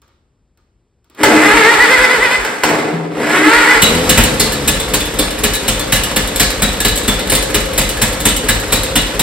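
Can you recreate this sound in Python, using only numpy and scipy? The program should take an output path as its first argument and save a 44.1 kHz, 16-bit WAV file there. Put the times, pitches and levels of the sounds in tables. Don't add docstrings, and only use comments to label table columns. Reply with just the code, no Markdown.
import sys
import numpy as np
from scipy import signal
from scipy.fft import rfft, irfft, next_fast_len
from scipy.io import wavfile

SR = 44100
rng = np.random.default_rng(int(sys.argv[2]) if len(sys.argv) > 2 else 0)


def store_wav(level_fs):
    pcm = np.round(np.clip(np.atleast_2d(level_fs), -1, 1) * 32767)
    wavfile.write(sys.argv[1], SR, pcm.T.astype(np.int16))


N = 406602

# (time [s], level [dB])
HANDLING = [(0.018, -38), (0.079, -46), (0.574, -45), (1.044, -46), (1.099, -35), (1.148, -30.5)]
# (frequency [Hz], width [Hz], level [dB])
LEVER = [(950, 67, -4), (1210, 66, 3), (1300, 50, -12), (1400, 40, -7), (2150, 90, -9)]
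# (frequency [Hz], level [dB])
TICK_COLOUR = [(700, -20), (2000, -11), (5000, -10), (14000, -12)]
KNOCK_COLOUR = [(120, -1), (350, 4), (700, -7), (2200, -10), (4200, -13), (12000, -39.5)]
LEVER_TONE = [(1500, -2), (6000, -26)]
# (frequency [Hz], level [dB])
SHOP_COLOUR = [(25, -1), (70, 2.5), (150, -8.5), (400, -14), (650, -22.5), (1400, -30), (4000, -37),
               (8000, -38), (15000, -62)]
SHOP_DB = -58.5
# (frequency [Hz], time to fall 60 dB [s])
HALL_DECAY = [(100, 2), (500, 1.74), (2000, 0.55), (6000, 0.48), (15000, 0.53)]
# (frequency [Hz], likeness [0-1])
LIKENESS = [(100, 0.9), (300, 0.96), (600, 0), (1500, 0), (4000, 0), (9000, 0.76)]
# (frequency [Hz], level [dB])
WET = [(1500, -4), (3000, -1.5), (5500, 0), (8500, -11.5)]

# (time [s], speed [teeth/s])
TRIES = [
    [(1.2, 160), (1.35, 260), (1.46, 403), (1.55, 470), (1.7, 470), (1.81, 510), (1.96, 528), (2.6, 512)],
    [(2.63, 510), (2.7, 300), (2.8, 294), (2.89, 180), (3.12, 160.5), (3.25, 313), (3.38, 380), (3.49, 444),
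     (3.62, 498)],
]
# (time [s], gear level [dB], motor groan level [dB])
LOAD = [
    [(1.17, -34, -53), (1.206, -21.5, -15.5), (1.242, -14, -24), (1.266, -12, -8.5), (1.84, -9, -19.5),
     (2.344, -14, -15.5), (2.368, -22.5, -26), (2.49, -26.5, -25), (2.62, -33, -47)],
    [(2.65, -21, -15), (2.73, -20, -12), (3.098, -38.5, -31), (3.228, -22.5, -12.5), (3.364, -11.5, -11.5),
     (3.408, -14.5, -10.5), (3.54, -9, -22), (3.77, -10, -12.5), (3.81, -19, -21)],
]
# (time [s], drag [0-1])
DRAGS = [(1.409, 0.32), (1.52, .25), (1.636, 0.72), (1.775, 1), (1.878, .8), (1.978, 0.48), (2.078, .9),
         (2.185, 1), (2.284, .6), (2.39, .8), (3.41, .3), (3.645, .7), (3.775, 0.68)]
DRAG_S, DRAG_SLOWS, DRAG_QUIETS_DB, DRAG_ROUGHENS = 0.022, 0.17, 6, 0.21
SLOW_TEETH_HZ, FAST_TEETH_HZ, CLEAN_AT_SPEED = 174, 404, 0.76
SLIPPING_DB, GRIPPING_DB = -25, -15
# (frequency [Hz], level [dB])
GEAR_COLOUR = [(200, -18), (420, -7.5), (620, -7.5), (860, -7), (1160, -1.5), (2020, -1.5), (2600, -9),
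               (4000, -15), (5860, -19.5), (8320, -15.5), (11000, -21), (15700, -32)]
# (frequency [Hz], width [Hz], level [dB])
HOUSING = [(851, 30, 7), (1279, 7.1, 1), (1426, 47, -6.5), (1570, 20, -1.5), (1695, 13, 7), (1940, 14, -11),
           (2035, 46, 1), (2230, 11, -2), (2454, 18, 2)]
# (frequency [Hz], width [Hz], level [dB])
FRAME = [(163, 13.1, -2.5), (251, 24, 2), (305, 23, 6), (403, 37, 3), (455, 67, -0.5), (523, 14, 1),
         (664, 58, -6.5)]
# (frequency [Hz], level [dB])
GROAN_TONE = [(1500, -0.5), (5000, -4), (12000, -17.5)]
# (time [s], length [s], frequency [Hz], level [dB])
HUMS = [(1.2, 0.3, 306.4, -16), (2.677, 0.037, 470, -11.5), (2.713, 0.033, 311.3, -15),
        (2.89, .17, 164.5, -21), (3.132, 0.43, 306.9, -24), (3.41, 0.0705, 309.8, -11.5)]
HUM_ATTACK_S, HUM_RELEASE_DB_PER_S = 0.013, 120
# (time [s], level [dB])
CLASHES = [(1.2328, 2), (2.448, -12.5), (2.6352, -3.5), (2.69, -13.5)]
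# (frequency [Hz], level [dB])
CRASH_COLOUR = [(200, -7.0), (500, 8), (2000, 3.5), (3500, -7.0), (9000, -10), (15000, -16)]
SHUDDER_TONE = [(1200, 1.5), (4000, -32), (12000, -26)]
# (frequency [Hz], level [dB])
SQUEAL = [(450, -1), (900, -10), (1300, -35), (1650, 4), (2050, 9), (2300, -21), (3500, -35)]
SURGE_AFTER_S, SURGE_S = 0.043, 0.035

# (time [s], level [dB])
COMPRESSIONS = [(1.528, -17), (1.778, -22), (1.979, -18), (2.18, -22), (2.38, -20), (3.55, -20),
                (3.75, -20)]
# (place in the cycle [0-1], thump level [dB], puff level [dB])
CYLINDERS = [(0, 2, 4.5), (.276, 0, -17.5), (0.528, -20, -42), (.78, -2.5, -5)]
# (frequency [Hz], level [dB], time to fall 60 dB [s])
PIPE = [(103.2, -7, 0.45), (132, -11, 0.37), (164, -16, 0.073), (201.4, -3, 0.19), (220.5, -1, 0.092),
        (252.3, -1.5, 0.24), (301, -3.5, 0.27), (418.2, -2.5, 0.28), (523.3, -4.5, 0.45)]
# (time [s], hiss level [dB], bark level [dB], boom level [dB])
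BACKFIRE = [(4.1779, 0, -5, -2)]

CATCH_S = 3.8
SETTLED_S = 5.68
FLARE_RUMBLE_DB, FLARE_RUSTLE_DB, FLARE_S = 7, 10.5, 0.46
IDLE_RUMBLE_DB, IDLE_RUSTLE_DB = -27, -27
# (frequency [Hz], level [dB])
RUMBLE = [(15, -36), (28, -3), (55, 3), (96, -6.5), (284, -4.5), (350, -6), (465, -3.5), (517, 0.5),
          (609, -10), (900, -32), (1170, -35), (1980, -120)]
RUSTLE = [(350, -19), (600, 1), (1700, 0), (3600, -5.5), (5500, -11), (8400, -11), (11300, -13.5),
          (15700, -24)]
# (frequency [Hz], width [Hz], level [dB])
WHIRR = [(306.7, 7.9, -8), (398, 8.5, -5.5), (493, 34, -3.5), (526.6, 7.4, 0)]
# (frequency [Hz], level [dB])
ARMATURE_COLOUR = [(75, -6), (160, 3), (250, 2.5), (370, -6.5), (450, 4), (510, -0.5), (570, -14),
                   (700, -19)]
FREE_START_HZ, FREE_TOP_HZ, RACE_S, COAST_S = 65, 87, 0.28, 2.4
FREE_SWELL_S, FREE_FADE_DB_PER_S = 0.14, 14
# (time [s], hiss level [dB], bark level [dB])
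SPITS = [(3.822, 5, -12), (4.0954, 4, -12), (4.3996, 1, -15), (4.6789, 2, -15), (4.939, 0, -16.5),
         (5.1905, -2, -19), (5.438, -1, -14), (5.682, -1, -17), (5.9245, 0.5, -12.5), (6.1632, -2, -14),
         (6.4001, 2.5, -10.5), (6.6227, -1, -13), (6.8501, -1, -14.5), (7.0807, -4, -13),
         (7.3211, -4.5, -12.5), (7.5457, -1.5, -14), (7.7802, 0, -12), (8.0184, 1, -13.5), (8.2558, 1, -11),
         (8.4885, 0, -12.5), (8.7254, 1, -12.5), (8.9578, -1, -13), (9.1957, -1, -12.5)]
# (frequency [Hz], level [dB])
SPIT_COLOUR = [(1200, -47), (2000, -12), (3900, -2.5), (5200, -10), (8300, -1), (11500, -3.5), (14000, -8),
               (15700, -10)]
BARK_COLOUR = [(150, -11), (300, -12), (700, -3), (1100, -5), (1700, -3.5), (2600, -3.5), (4000, -17)]
CHUG_COLOUR = [(60, -12), (120, 2.5), (220, 3.5), (320, -7.0), (500, -12), (2000, -54)]
# (place in the cycle [0-1], level [dB], extra level on every second settled cycle [dB])
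VALVE_GEAR = [(.135, -18, 12.5), (.25, -19, -4), (.465, -13, 6.5), (.8, -21.5, 0.5)]
# (time [s], level [dB])
KNOCKS = [(4.5217, -9), (5.536, -5.5), (6.3595, -4.5), (6.803, -4), (6.975, -8), (7.2984, -4.5),
          (8.202, -9.5)]
# (frequency [Hz], width [Hz], level [dB])
COVER = [(1711, 21, -3), (2047, 27, -8.5), (2905, 86, -4.5), (3480, 98, -5), (3878, 44, -4),
         (4260, 720, -6), (7320, 57, -22), (8400, 45, -23), (8670, 60, -8.5), (9000, 70, -7)]

# (frequency [Hz], phase [rad])
ENGINE_LEAD = [(1000, 0), (3200, .9), (5000, 1), (6500, 0)]
# (frequency [Hz], phase [rad])
CHANNEL_PHASE = [(0, 0), (4900, 0), (6030, 2.8), (8100, 6.28), (9800, 9.42), (11400, 12.57), (13200, 15.71),
                 (14700, 18.85), (16400, 22)]
# (frequency [Hz], level difference [dB])
CHANNEL_BALANCE = [(110, 2.5), (380, 2.1), (700, 0.6), (1290, -1.2), (2380, -1.5), (4400, 0.6),
                   (8000, -0.11)]
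CUTOFF_HZ = 15800


def from_db(db):
    return 10 ** (np.asarray(db) / 20)


def rms_one(x):
    return x / np.sqrt(np.mean(x ** 2) + 1e-20)


def in_time(rows):
    s, *columns = np.transpose(rows)
    return [np.interp(np.arange(N) / SR, s, c) for c in columns]


def at_hz(points, hz):
    table_hz, value = np.array(points).T[:2]
    return np.interp(np.log(hz + 1e-9), np.log(table_hz), value)


def fade(start, end):
    return np.clip((np.arange(N) / SR - start) / (end - start), 0, 1)


def since(start):
    return np.maximum(np.arange(N) / SR - start, 0)


def share(x, low, high):
    return np.clip((x - low) / (high - low), 0, 1)


def drift(rate):
    knots = rng.standard_normal(N // 20)
    return np.interp(np.arange(N) / SR * rate, np.arange(len(knots)), knots)


def shape(x, response):
    size = next_fast_len(N + SR // 4, True)
    hz = np.arange(size // 2 + 1) * SR / size
    return irfft(rfft(x, size) * response(hz), size)[..., :N]


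def equalise(x, spectrum):
    return shape(x, lambda hz: from_db(at_hz(spectrum, hz)))


def colour(x, spectrum):
    return rms_one(equalise(x, spectrum))


def noise(spectrum):
    return colour(rng.standard_normal(N), spectrum)


def clicks(times, db):
    out = np.zeros(N)
    at = np.round(np.asarray(times) * SR).astype(int)
    inside = (at >= 0) & (at < N)
    out[at[inside]] = from_db(db)[inside]
    return out


def dying(x, t60):
    return signal.lfilter([1], [1, -from_db(-60 / (t60 * SR))], x + 1e-18)


def swell(x, rise_s):
    r = np.exp(-1 / (rise_s * SR))
    return signal.lfilter([1 - r], [1, -r], x)


def ring(x, hz, t60):
    r = from_db(-60 / (t60 * SR))
    w = 2 * np.pi * hz / SR
    return signal.lfilter([0, np.sin(w)], [1, -2 * r * np.cos(w), r * r], x + 1e-18)


def resonate(x, peaks):
    return sum(from_db(db) * signal.lfilter(*signal.iirpeak(hz, hz / width, fs=SR), x)
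               for hz, width, db in peaks)


def partial(turn, k):
    return np.cos(2 * np.pi * k * turn + k * k)


def lagged(x, phase):
    half = 0.5j * np.array([[1], [-1]])
    return shape(x, lambda hz: np.exp(half * np.interp(hz, *np.transpose(phase))))


def handling(level_db=-17.5, t60=0.49, tick_db=-8.0, tick_t60=0.022, lever_db=-11.0, lever_t60=0.14):
    s, db = np.transpose(HANDLING)
    tick = noise(TICK_COLOUR) * dying(clicks(s, db + tick_db), tick_t60)
    body = noise(KNOCK_COLOUR) * dying(clicks(s, db + level_db), t60)
    lever_envelope = swell(dying(clicks(s, db + lever_db), lever_t60), 0.0079)
    lever = rms_one(resonate(rng.standard_normal(N), LEVER)) * lever_envelope
    return tick + body + equalise(lever, LEVER_TONE)


def workshop(x, build_s=0.0013):
    t = np.arange(SR) / SR
    edges = np.geomspace(120, 16000, 8)
    tail = 0
    for low, high in zip(edges, edges[1:]):
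        hz = np.sqrt(low * high)
        band = signal.butter(2, [low, high], "band", fs=SR, output="sos")
        mid, side = signal.sosfilt(band, rng.standard_normal((2, SR)))
        decay = from_db(-60 * t / at_hz(HALL_DECAY, hz)) * (1 - np.exp(-t / build_s))
        alike = np.clip(at_hz(LIKENESS, hz), 0, 1)
        gain = from_db(at_hz(WET, hz)) / np.sqrt(2 * np.sum(decay ** 2))
        pair = np.sqrt(1 + alike) * mid + np.sqrt(1 - alike) * side * [[1], [-1]]
        tail = tail + gain * decay * pair
    return signal.fftconvolve(x[None], tail, axes=1)[:, :N]


def bumps(delay_s, half_s):
    t = np.arange(N) / SR
    return sum(depth * np.exp(-0.5 * ((t - s - delay_s) / half_s) ** 2) for s, depth in DRAGS)


def cranking():
    teeth_hz, = in_time(np.vstack(TRIES))
    gear_level, groan_level = in_time(np.vstack(LOAD))
    drag = bumps(0, DRAG_S)
    pace = share(teeth_hz, SLOW_TEETH_HZ, FAST_TEETH_HZ)
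    grip = share(gear_level, SLIPPING_DB, GRIPPING_DB)
    clean = np.clip(CLEAN_AT_SPEED * pace * grip * (1 - DRAG_ROUGHENS * drag), 0, 1)
    teeth_hz = teeth_hz * (1 - DRAG_SLOWS * drag)
    return teeth_hz, pace, clean, gear_level - DRAG_QUIETS_DB * drag, groan_level


def starter(wobble=0.01206, tooth_spread_db=3.5, housing_db=-4.5, gear_db=-3.5, fast_gear_db=7.5,
            groan_db=-1.0, fast_groan_db=-5.0, grind_db=4.0):
    teeth_hz, pace, clean, gear_level, groan_level = cranking()
    turn = np.cumsum(teeth_hz * (1 + wobble * (drift(220) + drift(35)))) / SR
    series = sum(partial(turn, k) for k in range(1, 11))
    whine = rms_one(series * from_db(tooth_spread_db * drift(200)))
    tooth_beat = 1 + 0.28 * np.cos(2 * np.pi * turn)
    grind = rng.standard_normal(N) * tooth_beat * from_db(2.06 * drift(260))
    smooth = np.sqrt(clean)
    rough = np.sqrt(1 - clean) * from_db(grind_db)
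    mesh = smooth * colour(whine, GEAR_COLOUR) + rough * colour(grind, GEAR_COLOUR)
    gear = rms_one(mesh + from_db(housing_db) * rms_one(resonate(mesh, HOUSING)))
    groan = rms_one(clean * rms_one(resonate(whine, FRAME)) + rough * rms_one(resonate(grind, FRAME)))
    groan = equalise(groan, GROAN_TONE)
    gear = gear * from_db(gear_level + gear_db + fast_gear_db * pace)
    groan = groan * from_db(groan_level + groan_db + fast_groan_db * pace)
    engaged = fade(1.16, 1.19) * fade(3.88, 3.78)
    return engaged * (gear + groan)


def drone(level_db=-5.5, wobble=0.01235, waver_db=6.0, overtone_db=-25.0):
    clock = np.cumsum(1 + wobble * drift(60)) / SR
    out = 0
    for s, length, hz, db in HUMS:
        angle = 2 * np.pi * hz * clock
        hum = rms_one(np.sin(angle) + from_db(overtone_db) * np.sin(2 * angle))
        release = from_db(db - HUM_RELEASE_DB_PER_S * since(s + length))
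        out = out + hum * fade(s, s + HUM_ATTACK_S) * release
    return out * from_db(level_db + waver_db * drift(24.44))


def clashes(level_db=-0.5, t60=0.11):
    s, db = np.transpose(CLASHES)
    crash = noise(CRASH_COLOUR) * dying(clicks(s, db + level_db), t60)
    scrape = rng.standard_normal(N)
    shaken = rms_one(resonate(scrape, FRAME) + 0.57 * resonate(scrape, HOUSING))
    shudder = shaken * swell(dying(clicks(s + 0.034, db - 8.5), 0.39), 0.026)
    return crash + 0.86 * resonate(crash, HOUSING) + equalise(shudder, SHUDDER_TONE)


def squeal(level_db=-1.5, wobble=0.0091, chatter_db=4.5):
    teeth_hz, _, clean, gear_level, _ = cranking()
    turn = np.cumsum(teeth_hz * (1 + wobble * drift(80))) / SR
    tone = sum(from_db(at_hz(SQUEAL, k * teeth_hz) + chatter_db * drift(60)) * partial(turn, k)
               for k in range(1, 6))
    surge = bumps(SURGE_AFTER_S, SURGE_S) * fade(3.82, 3.76)
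    return from_db(gear_level + level_db) * clean * surge * tone


def in_cycles(places):
    starts = np.array(SPITS)[:, 0]
    return starts[:-1, None] + np.diff(starts)[:, None] * places


def exhaust(thump_db=-15.0, thump_hz=46.6, thump_t60=0.19, pipe_db=-25.0, puff_db=-24.5, puff_t60=0.24):
    place, thump, puff = np.transpose(CYLINDERS)
    firings = in_cycles(place)
    s = firings.ravel()
    thump, puff = np.tile(thump, len(firings)), np.tile(puff, len(firings))
    bang_s, _, _, boom = np.transpose(BACKFIRE)
    bang = clicks(bang_s, boom)
    cranked = clicks(*np.transpose(COMPRESSIONS))
    push = clicks(s, thump + thump_db + rng.normal(0, 0.36, len(s)))
    push = push * (0.68 + 0.61 * fade(3.7, 6.8))
    bass = ring(push + 0.72 * bang + cranked, thump_hz, thump_t60)
    bass = bass + ring(0.39 * bang + 0.19 * push, 62.7, 0.28)
    pipe = 0
    for k, (hz, db, t60) in enumerate(PIPE):
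        blow = clicks(s, puff + pipe_db + db + rng.normal(0, 5.2, len(s))) + 0.19 * bang
        pipe = pipe + ring(blow, hz, t60) * (-1) ** k
    return bass, pipe + noise(RUSTLE) * dying(clicks(s, puff + puff_db), puff_t60)


def flare():
    return np.exp(-since(CATCH_S) / FLARE_S)


def running(whirr_db=-4.0, flutter_db=2.5):
    rumble = from_db(IDLE_RUMBLE_DB + FLARE_RUMBLE_DB * flare())
    rustle = from_db(IDLE_RUSTLE_DB + FLARE_RUSTLE_DB * flare() + flutter_db * drift(120))
    whirr = from_db(whirr_db) * rms_one(resonate(rng.standard_normal(N), WHIRR))
    whirr = whirr * (0.29 + 0.78 * fade(5.49, SETTLED_S))
    return (rumble * (noise(RUMBLE) + whirr) + rustle * noise(RUSTLE)) * fade(3.78, 3.84)


def armature(level_db=-13.5, wobble=0.0029):
    racing = np.sin(np.pi / 2 * fade(CATCH_S, CATCH_S + RACE_S))
    coasting = np.exp(-since(CATCH_S + RACE_S) / COAST_S)
    turns_hz = (FREE_START_HZ + (FREE_TOP_HZ - FREE_START_HZ) * racing) * coasting
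    turn = np.cumsum(turns_hz * (1 + wobble * drift(30))) / SR
    hum = sum(from_db(at_hz(ARMATURE_COLOUR, k * turns_hz) + 2.4 * drift(5.4)) * partial(turn, k)
              for k in range(1, 10))
    level = from_db(level_db - FREE_FADE_DB_PER_S * since(CATCH_S))
    return level * rms_one(hum) * fade(CATCH_S, CATCH_S + FREE_SWELL_S)


def bursts():
    return np.vstack([SPITS, np.array(BACKFIRE)[:, :3]]).T


def spits(hiss_db=-1.0, hiss_t60=0.058, bark_t60=0.22, rise_s=0.0065, bark_rise_s=0.0037,
          lead_s=0.0041, crackle_db=0.5, flare_db=-0.5):
    s, peak, bark = bursts()
    start = s - lead_s
    hiss = noise(SPIT_COLOUR) * swell(dying(clicks(start, peak + hiss_db), hiss_t60), rise_s)
    body = noise(BARK_COLOUR) * swell(dying(clicks(start, bark), bark_t60), bark_rise_s)
    return (hiss + body) * from_db(crackle_db * drift(400) + flare_db * flare())


def chugs(level_db=-2.0, t60=0.21, rise_s=0.0066):
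    s, _, bark = bursts()
    return noise(CHUG_COLOUR) * swell(dying(clicks(s, bark + level_db), t60), rise_s)


def clacks(uneven_db=3.5):
    place, db, extra = np.transpose(VALVE_GEAR)
    s = in_cycles(place)
    second = (np.arange(len(s)) % 2 == 0)[:, None] & (s > SETTLED_S)
    db = db + extra * second + uneven_db * rng.standard_normal(s.shape)
    return np.vstack([np.column_stack([s.ravel(), db.ravel()]), KNOCKS]).T


def valves(tick_db=-7.5, tick_t60=0.1, ring_db=-23.0, shaken_db=-21.0, ring_t60=0.22, spread_db=7.5):
    s, db = clacks()
    spit_s, spit_db, _ = bursts()
    rattle = noise(SPIT_COLOUR) * dying(clicks(s, db + tick_db), tick_t60)
    blows = clicks(s, db + ring_db) + clicks(spit_s, spit_db + shaken_db)
    for hz, width, level in COVER:
        buzz = rms_one(resonate(rng.standard_normal(N), [(hz, width, 0)]))
        rattle = rattle + buzz * dying(blows * from_db(level + spread_db * drift(30)), ring_t60)
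    return rattle


def scene():
    bass, pipe = exhaust()
    crank = starter() + clashes() + handling()
    engine = pipe + spits() + chugs() + valves() + running()
    hums, chirps = armature() + drone(), squeal()
    direct_engine = lagged(engine, ENGINE_LEAD)[::-1]
    near = from_db(-1.0) * crank + chirps + hums + bass + direct_engine
    room = workshop(crank + 0.24 * chirps + 0.5 * hums + engine)
    return near + room + from_db(SHOP_DB) * noise(SHOP_COLOUR)


def record(dry, low_cut_hz=35.0):
    half = 0.5 * np.array([[1], [-1]])
    x = shape(lagged(dry, CHANNEL_PHASE), lambda hz: from_db(half * at_hz(CHANNEL_BALANCE, hz)))
    x = signal.sosfilt(signal.butter(6, low_cut_hz, "high", fs=SR, output="sos"), x)
    x = x / (1 + x ** 12) ** (1 / 12)
    return signal.sosfilt(signal.ellip(10, 0.1, 70, CUTOFF_HZ, fs=SR, output="sos"), x)


dry = scene()
out = record(dry)
store_wav(out)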